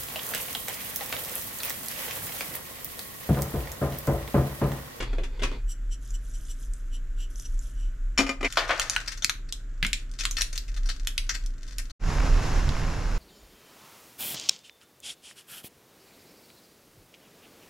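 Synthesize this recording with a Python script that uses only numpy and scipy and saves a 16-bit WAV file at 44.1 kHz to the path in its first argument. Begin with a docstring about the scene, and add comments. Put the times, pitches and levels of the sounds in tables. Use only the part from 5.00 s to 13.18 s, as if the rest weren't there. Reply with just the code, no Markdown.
"""Ice cubes clatter, scrape and snap as a plastic tray is twisted; one plops into a glass bowl of cold
soup. Before that, in the same small tiled kitchen, a glass jar is picked up, sesame is shaken from it
onto the soup and the jar is set down. An appliance hums behind both scenes.
Last, after a short silence, a gas burner roars under a simmering stew."""
import sys
import numpy as np
from scipy import signal
from scipy.fft import rfft, irfft, next_fast_len
from scipy.io import wavfile
from scipy.ndimage import map_coordinates

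SR = 44100
rng = np.random.default_rng(int(sys.argv[2]) if len(sys.argv) > 2 else 0)


def unload_audio(sound):
    """Save the sound as a 16-bit wav file, at the path given as the first command line argument."""
    columns = np.transpose(np.atleast_2d(sound))
    # keep every value between -1 and 1, then stretch to whole-number steps
    steps = np.round(np.clip(columns, -1, 1) * 32767)
    wavfile.write(sys.argv[1], SR, steps.astype(np.int16))


N = 360738
RING_SIZE = 16384  # samples in one hit or impulse response
T, RING_T, RING_HZ = np.arange(N) / SR, np.arange(RING_SIZE) / SR, np.fft.rfftfreq(RING_SIZE, 1 / SR)


# sharp, bright cracks of ice: start_s, level_db, low_edge_hz
ICE_CRACKS = [(3.5253, -9, 2320), (3.7972, 4.5, 1370), (3.8978, 4, 2120), (4.246, 9.5, 1850),
              (4.2961, 4, 1480), (4.525, -3.5, 3100), (4.866, -6, 4040), (4.9317, 4, 1360),
              (5.115, -24, 4000), (5.2533, 3.5, 1270), (5.3109, -4, 4600), (5.419, 4, 2800),
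              (5.5784, -3, 2780), (6.0727, 0, 1820), (6.1794, 2.5, 1720), (6.462, -16.5, 4370),
              (6.784, -6.5, 3980)]
# whole cubes knocking in the tray or the bowl; the last row is a 2 kHz ring under a scrape: start_s, level_db,
# pitch_hz
CUBE_HITS = [(3.5722, 4.5, 1215), (3.9635, 6, 1493), (4.828, 3.5, 2030), (4.849, 1.5, 2165),
             (6.296, -5, 2010)]
# a cube goes under: start_s, level_db, t60_s
CUBE_DUNKS = [(4.25, -23.5, 0.016), (4.829, -32.5, 0.35)]
# tone of the gulp: freq_hz, gain_db
GULP_EQ = [(50, -9), (120, -15.5), (240, -10.5), (360, -32), (1500, -42.5)]

def ice():
    """Ice snaps as the tray is bent, cubes knock and ring; a sinking cube shoves soup aside: a gulp."""
    cracks = [(s, db, low_hz, 7840) for s, db, low_hz in ICE_CRACKS]
    cubes = [(s, db, hz, hz) for s, db, hz in CUBE_HITS]
    ring = np.zeros(N)
    for s, db, hz in CUBE_HITS:
        tone = np.sin(2 * np.pi * hz * RING_T + wobble(200, size=RING_SIZE))
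        add(ring, s, amp(db - 29) * decay(0.11) * tone)
    push = sum(amp(db - 60 * np.abs(T - s) / t60) * (T > s) for s, db, t60 in CUBE_DUNKS)
    cracking = snaps(cracks, level_db=-2, t60=0.0059, wet_db=-1, pan_db=0.5)
    knocking = snaps(cubes, level_db=-2, t60=0.0073, wet_db=-1, pan_db=-0.5)
    return cracking + knocking + ring + push * eq_noise(GULP_EQ)


def snaps(rows, level_db, t60, wet_db, pan_db):
    """A sudden release: a spike and a few milliseconds of noise, coloured anew each time."""
    out = np.zeros((2, N))
    for s, db, low_hz, high_hz in rows:
        burst = rng.standard_normal(RING_SIZE) * decay(t60)
        burst[0] += 3.5  # the leading spike
        click = colour(burst, band(low_hz, high_hz, 4.14) + 0.17 * band(1200, 3600, 2.16))
        send_db = wet_db - max(db - 4.5, 0)  # the loudest snaps are drier
        add(out, s, kitchen(amp(db + level_db) * click / np.linalg.norm(click), send_db, pan_db))
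    return out


# twists that break the cubes loose: start_s, level_db, high_edge_hz
TWISTS = [(3.571, -17, 6500), (3.693, -20.5, 1900), (3.707, -23, 2580)]
# body of the loaded tray: freq_hz, gain_db
TRAY_EQ = [(250, -22), (480, -7), (650, -3), (860, -9.5), (1150, -2.5), (1500, -5), (1780, -4.5),
           (2400, -5.5), (4300, -8), (10000, -26)]

def twists():
    """The tray gives way: cubes clatter densely in their cells and the plastic rings on, duller."""
    out = np.zeros(N)
    for s, db, top_hz in TWISTS:
        clatter, ring_out = (db, 0.17, top_hz), (db - 12, 0.81, 1900)
        for level_db, t60, edge_hz in (clatter, ring_out):
            contacts = amp(level_db) * decay(t60) * grains(2500, 2.9, size=RING_SIZE)
            add(out, s, excite(contacts, eq(TRAY_EQ) * band(100, edge_hz, 1.8)))
    return kitchen(amp(-2) * out, wet_db=-4, pan_db=3.5)


# cubes creaking in the tray: start_s, level_db, length_s
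CUBE_SCRAPES = [(3.813, -14.5, 0.0063), (4.076, -16.5, 0.0083), (4.113, -28, 0.023), (4.172, -32, 0.015),
                (4.222, -23.5, 0.016), (4.488, -34, 0.0063), (5.187, -24, 0.018), (5.204, -19.5, 0.014),
                (5.233, -22.5, 0.0083), (5.367, -18.5, .013), (5.38, -19, 0.014), (5.408, -10.5, 0.0045),
                (5.527, -26.5, 0.0095), (5.552, -26.5, 0.012), (5.679, -37, 0.018), (5.763, -32.5, 0.018),
                (5.855, -33.5, 0.022), (5.888, -21.5, 0.022), (6.291, -17.5, 0.02), (6.341, -24.5, 0.021),
                (6.675, -34.5, 0.009), (6.787, -27, 0.013), (6.896, -34.5, 0.014)]
# tone of ice on plastic: freq_hz, gain_db
RUB_EQ = [(400, -19), (850, -20), (1630, -6), (2800, -9.5), (6300, -5.5), (8760, -17.5), (13000, -29),
          (16000, -47)]

def scrapes():
    """Loose cubes jostle in the tilted tray, tick while it is held bent and rub on the plastic."""
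    creep = amp(-57.5) * swell(5.98, half_s=0.64) * grains(49, 4.6)
    jostle = amp(-41.5) * swell(3.79, half_s=0.18) * grains(500, 6.7)
    hollow = filtered(jostle, lambda hz: amp(-1) + resonances([(1300, 450, 3)], hz))
    rubbing = excite(creep + hollow, eq(RUB_EQ))
    for s, db, length_s in CUBE_SCRAPES:
        add(rubbing, s, amp(db) * stick_slip(length_s))
    return kitchen(rubbing, wet_db=1, pan_db=4.5)


def stick_slip(length_s):
    """Ice sticks and slips on plastic in uneven spurts; every stroke has a colour of its own."""
    force = np.exp(-(RING_T / length_s) ** 2) * (1 - np.exp(-RING_T / 0.0013))
    spurts = amp(3 * wobble(224, size=RING_SIZE))
    slips = force * spurts * grains(2600, 5, size=RING_SIZE)
    tone = eq(RUB_EQ) * amp(3.2 * wobble(96, size=len(RING_HZ)))
    return amp(-10.5) * np.sqrt(np.mean(force ** 2)) * colour(unit(slips), tone)


# the jar is picked up, later set down: start_s, level_db, hardness_db
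JAR_HITS = [(0.003, -28.5, 2), (0.023, -30.5, 1), (0.13, -38, -2), (0.183, -35, -5.5), (0.199, -49, -3),
            (0.234, -36.5, 5), (0.393, -39, 0), (0.4192, -29, 1), (0.4316, -24, 5.5), (0.515, -38, -2),
            (3.177, -15.5, 11), (3.189, -9, -2), (3.265, -23.5, 2), (3.2919, -17, 1), (3.4086, -27, -2.5),
            (3.429, -21, -4), (3.4464, -16.5, 0)]
# modes of the jar on the shelf: pitch_hz, level_db, t60_s
SHELF_MODES = [(117, -2, 0.15), (266.6, -7.5, 0.12), (396, 7.5, 0.025), (507, -8, 0.08), (930, -20, 0.18),
               (2064, -10, 0.084), (2480, -24, 0.5), (3410, 7, 0.011), (4545, -23, 0.49)]
# modes of the jar on the counter: pitch_hz, level_db, t60_s
COUNTER_MODES = [(271.6, 1.5, 0.14), (373, -3, 0.044), (553, 0, 0.064), (677, -10, 0.2), (1223, -1, 0.14),
                 (1527, -1, 0.034), (2090, 1.5, 0.086), (2403, 6, 0.065), (2540, -4.5, 0.099),
                 (2990, 1.5, 0.07), (4580, 1.5, 0.099), (5500, 5.5, 0.066), (6830, 4.5, 0.11)]
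# slides along the shelf: centre_s, level_db, half_length_s
JAR_DRAGS = [(0.074, -46, 0.087), (0.37, -50.5, 0.04), (0.54, -44, 0.038)]

def jar():
    """The glass jar drags and knocks on the shelf; set down, it rings and grinds into place."""
    hits = np.array(JAR_HITS)
    lifted = hits[:, 0] < 1
    pick_up = knocks(hits[lifted], SHELF_MODES, press=0, low_hz=98, thud_db=21, clack_db=18.5,
                     edge_db=10.5, rattle_db=8, rattle_t60=0.079, wet_db=3, pan_db=1.5)
    set_down = knocks(hits[~lifted], COUNTER_MODES, press=0.46, low_hz=212, thud_db=14.5, clack_db=16.5,
                      edge_db=10, rattle_db=11, rattle_t60=0.13, wet_db=-3.5, pan_db=3)
    sliding = sum(amp(db) * swell(s, half_s) for s, db, half_s in JAR_DRAGS)
    drag_peaks = [(hz, 0.12 * hz, -15 * np.log10(hz)) for hz, _, _ in SHELF_MODES]
    drag = sliding * noise(lambda hz: resonances(drag_peaks, hz))
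    grind = amp(-27) * swell(3.46, half_s=0.013) * noise(lambda hz: resonances([(2150, 560, 0)], hz) ** 2)
    return pick_up + set_down + drag + grind


def knocks(rows, modes, press, low_hz, thud_db, clack_db, edge_db, rattle_db, rattle_t60, wet_db, pan_db):
    """Each hit rings the modes and rattles; a harder contact has more edge and less thud."""
    out = np.zeros((2, N))
    for s, db, hard_db in rows:
        sound = np.zeros(N)
        # as the hand presses down, later hits ring shorter and lose low end
        grip = 1 + press * (s - rows[0, 0]) / (rows[-1, 0] - rows[0, 0])
        edges_hz = [(low_hz * grip, 690), (1000, 3060), (3900, 6170)]  # thud, clack, edge
        levels_db = [thud_db - hard_db, clack_db + 0.29 * hard_db, edge_db + hard_db]
        for touch_s, touch_db in [(s, db), (s + 0.015, db - 11)]:  # it rocks and touches again
            ring = np.zeros(RING_SIZE)
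            for hz, mode_db, t60 in modes:
                envelope = amp(mode_db + rng.normal(0, 1.5)) * decay(t60 / grip)
                ring += envelope * np.sin(2 * np.pi * hz * (1 + rng.normal(0, 0.008)) * RING_T)
            rattle = amp(rattle_db) * decay(rattle_t60 / grip) * grains(5000, 13, size=RING_SIZE)
            for (low, high), band_db in zip(edges_hz, levels_db):
                layer = colour(ring + rattle, band(low, high, 3.98))
                add(sound, touch_s, amp(touch_db + band_db) * layer / np.linalg.norm(layer))
        out += kitchen(sound, wet_db, pan_db)
    return out


# shakes of the jar: centre_s, level_db, half_length_s, spill_share
JAR_SHAKES = [(0.711, -46.5, 0.015, 0), (0.933, -49, 0.014, 0.44), (1.151, -48, 0.0082, 0.66),
              (1.351, -52, 0.011, 0.4), (1.512, -49.5, 0.011, 0), (1.95, -53.5, 0.018, 0),
              (2.219, -51.5, 0.024, 1), (2.457, -50, 0.0095, 0.21), (2.823, -61.5, 0.047, 0)]
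# air resonances in the jar: pitch_hz, width_hz, level_db
JAR_CAVITY = [(2970, 134, -1.5), (5834, 134, -3), (6700, 180, -13), (7610, 123, 0), (10500, 470, -17.5),
              (12100, 400, -20.5)]
# tone of seeds on soup: freq_hz, gain_db
PATTER_EQ = [(1500, 2), (3400, -9), (4400, -18.5), (6100, -4), (8500, -9.5), (11500, -12), (16000, -33)]
# the heaviest seeds landing: start_s, level_db, pitch_hz
HEAVY_SEEDS = [(1.1066, -33, 6900), (1.7365, -31, 7890), (2.358, -32, 6050), (2.398, -28.5, 5860),
               (2.592, -31.5, 7100)]

def sesame(fall_s=0.072, attack_s=0.011, landing_s=0.32):
    """Each shake sounds the air in the jar; spilled seeds patter on the soup a moment later."""
    shake, landing = np.zeros(N), np.zeros(N)
    for s, db, half_s, spill in JAR_SHAKES:
        air = [(hz, width, level + rng.normal(0, 4.5)) for hz, width, level in JAR_CAVITY]
        shake += amp(db) * swell(s, half_s) * excite(grains(9000, 1.6), np.abs(resonances(air, RING_HZ)))
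        since = np.maximum(T - s - fall_s, 0)
        landing += spill * (1 - np.exp(-since / attack_s)) * np.exp(-(since / landing_s) ** 2)
    # seeds of different sizes tick at different pitches
    seeds = unit(sum(filtered(grains(190, 4.5), lambda hz: resonances([(pitch, pitch / 4, 0)], hz) ** 2)
                     for pitch in np.geomspace(3300, 13500, num=14)))
    spurts = amp(-50 + 5 * wobble(20))
    patter = excite(spurts * landing * seeds, eq(PATTER_EQ))
    for s, db, hz in HEAVY_SEEDS:  # a tick and a tiny bubble that rises in pitch
        bubble = decay(0.0078) * np.sin(2 * np.pi * hz * RING_T * (1 + 14 * RING_T))
        add(patter, s, amp(db + 0.5) * (bubble + impulse(band(4200, 7900, 4.4))))
    return kitchen(amp(4) * shake + patter, wet_db=-6, pan_db=-0.5)


# fader moves of the flame: time_s, roar_db, hiss_db
FLAME_FADERS = [(7.06, -22, -37), (7.096, -22, -36), (7.576, -25.5, -35.5), (7.698, -23.5, -37.5),
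                (8.18, -31, -41)]
# tone of the flame: freq_hz, gain_db
ROAR_EQ = [(15, -5), (34, 9.5), (50, -4), (110, -8.5), (170, -12.5), (210, -22.5), (265, -17), (320, -47),
           (1000, -77)]
# tone of the gas: freq_hz, gain_db
HISS_EQ = [(180, -7.5), (300, 0), (820, -4), (1500, -9), (2170, -13), (3400, -18), (5300, -15),
           (7370, -19.5), (8500, -31), (11500, -29), (15500, -69)]
# burner resonances: pitch_hz, width_hz, level_db
BURNER_PEAKS = [(1057, 40, 5.5), (1540, 130, -0.5), (2710, 140, -3), (5330, 160, -4.5), (6560, 83, -3.5)]
# a pop in the stew: start_s, level_db, low_edge_hz, high_edge_hz
STEW_POPS = [(7.691, -15, 2980, 4360)]

def stove():
    """The flame flutters, gas hisses through the burner's resonances and the stew simmers."""
    roar_db, hiss_db = faders(FLAME_FADERS)
    roar = amp(roar_db + 2 + wobble(41)) * eq_noise(ROAR_EQ)
    gas = amp(-1 + 0.79 * wobble(25)) * eq_noise(HISS_EQ)
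    gas += amp(-9.5) * noise(lambda hz: resonances(BURNER_PEAKS, hz))
    fizz = excite(grains(600, 4.1), band(910, 1550, 2.14))
    simmer = amp(hiss_db - 5.5 + wobble(8.1)) * fizz
    pop = snaps(STEW_POPS, level_db=4.5, t60=0.0062, wet_db=-5, pan_db=-4)
    return roar * amp([[-1.4], [1.4]]) + amp(hiss_db) * gas + simmer + pop


# partials of the appliance: pitch_hz, level_db
HUM_PARTIALS = [(59.2, -59.5), (118.4, -56), (263.8, -65), (635.2, -75.5)]
# fader moves of the rumble: time_s, level_db
RUMBLE_FADER = [(0.0, -30), (3.06, -31.5), (3.59, -41), (5.75, -32), (6.9, -35.5)]
# tone of the rumble: freq_hz, gain_db
RUMBLE_EQ = [(15, -42), (25, -10), (29, 3), (36, -4), (41, -10), (48, -14), (90, -75)]
# tone of the room's air: freq_hz, gain_db
AIR_EQ = [(41, -23.5), (70, -21), (138, -26), (185, -33), (280, -31), (500, -40), (850, -52.5), (1500, -36),
          (2300, -48), (3400, -51), (4500, -60), (7400, -47.5), (9000, -67.5), (16000, -110)]

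def room_tone():
    """An appliance hums over a deep throbbing rumble and faint air noise."""
    hum = sum(amp(db + 1.5 + wobble(2.08)) * np.sin(2 * np.pi * hz * T + 0.5 * wobble(2.6))
              for hz, db in HUM_PARTIALS)
    rumble = amp(faders(RUMBLE_FADER)[0] + 2) * eq_noise(RUMBLE_EQ)
    return hum + rumble + amp(-53.5) * eq_noise(AIR_EQ)


# reverb time of the tiled room: freq_hz, t60_s
ROOM_DECAY = [(200, 0.42), (6000, 0.23), (14000, 0.27)]

def kitchen(x, wet_db, pan_db, wide_above_hz=1100, predelay_s=0.0012):
    """Pan a sound (positive is left) and let the tiles answer; only short waves spread wide."""
    hz, t, spectra = signal.stft(rng.standard_normal((2, RING_SIZE)), SR, nperseg=256)
    spectra = spectra * amp(-60 * t / along(ROOM_DECAY, hz)[:, None])
    spectra[1] *= (hz / np.hypot(hz, wide_above_hz))[:, None]
    mid, side = signal.istft(spectra, SR, nperseg=256)[1][:, :RING_SIZE]
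    near_walls = 1 + 2.6 * np.exp(-RING_T / 0.0083)
    tails = np.array([mid + side, mid - side]) * (RING_T > predelay_s) * near_walls
    response = amp(wet_db) * tails / np.linalg.norm(tails[0])
    response[:, 0] += 1  # direct sound
    return amp([[pan_db / 2], [-pan_db / 2]]) * signal.fftconvolve(x[None], response, axes=1)[:, :N]


# stereo image of the noise layers: freq_hz, left_right_correlation
STEREO_IMAGE = [(30, 1), (90, 1), (1000, 0.59), (12000, 0.78)]

def noise(response):
    """Shaped stereo noise, mono in the bass, with its mid at rms 1."""
    def mid_side(hz):
        angle = np.arccos(np.clip(along(STEREO_IMAGE, hz), -1, 1)) / 2
        return response(hz) * np.array([np.cos(angle), np.sin(angle)])
    mid, side = filtered(rng.standard_normal((2, N)), mid_side)
    return np.array([mid + side, mid - side]) / np.std(mid)


def eq_noise(points):
    """Stereo noise through an EQ curve."""
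    return noise(lambda hz: eq(points, hz))


def grains(rate, spread_db, size=N):
    """Tiny impacts at random times, a few much larger than the rest."""
    hits = (rng.random(size) < rate / SR) * np.sign(rng.standard_normal(size))
    return unit(hits * amp(spread_db * np.minimum(rng.exponential(size=size), np.pi)))


def amp(db):
    """Decibels to gain."""
    return 10 ** (np.asarray(db) / 20)


def unit(x):
    """Scale to rms 1."""
    return x / np.sqrt(np.mean(x ** 2) + 1e-20)


def decay(t60):
    """An envelope that falls 60 dB in t60 seconds."""
    return amp(-60 * RING_T / t60)


def swell(centre_s, half_s):
    """A smooth rise and fall around a moment."""
    return np.exp(-.5 * ((T - centre_s) / half_s) ** 2)


def faders(rows):
    """One value per sample for each column after the time."""
    times, *columns = np.transpose(rows)
    return [np.interp(T, times, column) for column in columns]


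def wobble(rate, size=N):
    """A smooth random curve, rate knots a second."""
    return map_coordinates(rng.standard_normal(int(size * rate / SR) + 4), [T[:size] * rate])


def along(points, hz):
    """Interpolate (freq_hz, value) points on a log axis."""
    freqs, values = np.transpose(points)
    return np.interp(np.log(hz + 1), np.log(freqs + 1), values)


def eq(points, hz=RING_HZ):
    """Gain of an EQ curve."""
    return amp(along(points, hz))


def band(low_hz, high_hz, slope):
    """Gain of a pass band with sloping skirts."""
    low_cut = 1 + (low_hz / (RING_HZ + 1)) ** (2 * slope)
    high_cut = 1 + (RING_HZ / high_hz) ** (2 * slope)
    return (low_cut * high_cut) ** -.5


def resonances(peaks, hz):
    """Causal response of (pitch_hz, width_hz, level_db) peaks."""
    return sum((-1) ** k * amp(db) * 1j * hz * width / (pitch ** 2 - hz ** 2 + 1j * hz * width)
               for k, (pitch, width, db) in enumerate(peaks))


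def impulse(gain):
    """The minimum-phase impulse response of a gain curve, at energy 1."""
    cepstrum = irfft(np.log(np.maximum(gain / gain.max(), 1e-6)))
    cepstrum[1:RING_SIZE // 2] *= 2
    cepstrum[RING_SIZE // 2 + 1:] = 0
    response = irfft(np.exp(rfft(cepstrum)))
    return response / np.linalg.norm(response)


def excite(x, gain):
    """Let x ring a body with this gain curve."""
    return signal.fftconvolve(x, impulse(gain))[:N]


def colour(hit, gain):
    """Shape one hit with a gain curve, keeping its length."""
    return irfft(rfft(hit) * rfft(impulse(gain)))


def filtered(x, response):
    """Filter a whole track by a function of frequency."""
    size = next_fast_len(N + SR // 2)
    return irfft(rfft(x, size) * response(np.fft.rfftfreq(size, 1 / SR)), size)[..., :N]


def add(track, s, x):
    """Mix x into the track from time s."""
    start = max(round(s * SR), 0)
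    track[..., start:start + x.shape[-1]] += x[..., :N - start]


def scene():
    """Garnish cuts straight to the ice tray; after a short silence the stove fades in."""
    tray_s, silence_s, stove_s = 3.478, 6.918, 6.995
    garnish = (jar() + sesame()) * (T < tray_s)
    tray = (scrapes() + twists()) * (T >= tray_s)
    cold_soup = (garnish + tray + ice() + room_tone()) * np.clip((silence_s - T) / 0.004, 0, 1)
    return cold_soup + stove() * np.clip((T - stove_s) / 0.095, 0, 1)


# microphone colour: freq_hz, gain_db
MIC_EQ = [(9000, 0), (13000, 1.5), (15000, -4), (16000, -47)]

def record(dry):
    """The microphone hears the left a little late and rolls off steeply at the very top."""
    left_lag_s, top_hz = 0.000016, 15900
    delays_s = np.array([[0.5], [-0.5]]) * left_lag_s
    heard = filtered(dry, lambda hz: eq(MIC_EQ, hz) * np.exp(-2j * np.pi * hz * delays_s))
    return filtered(heard, lambda hz: 1 / (1 + (hz / top_hz) ** 80))


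dry = scene()
out = record(dry)
unload_audio(out)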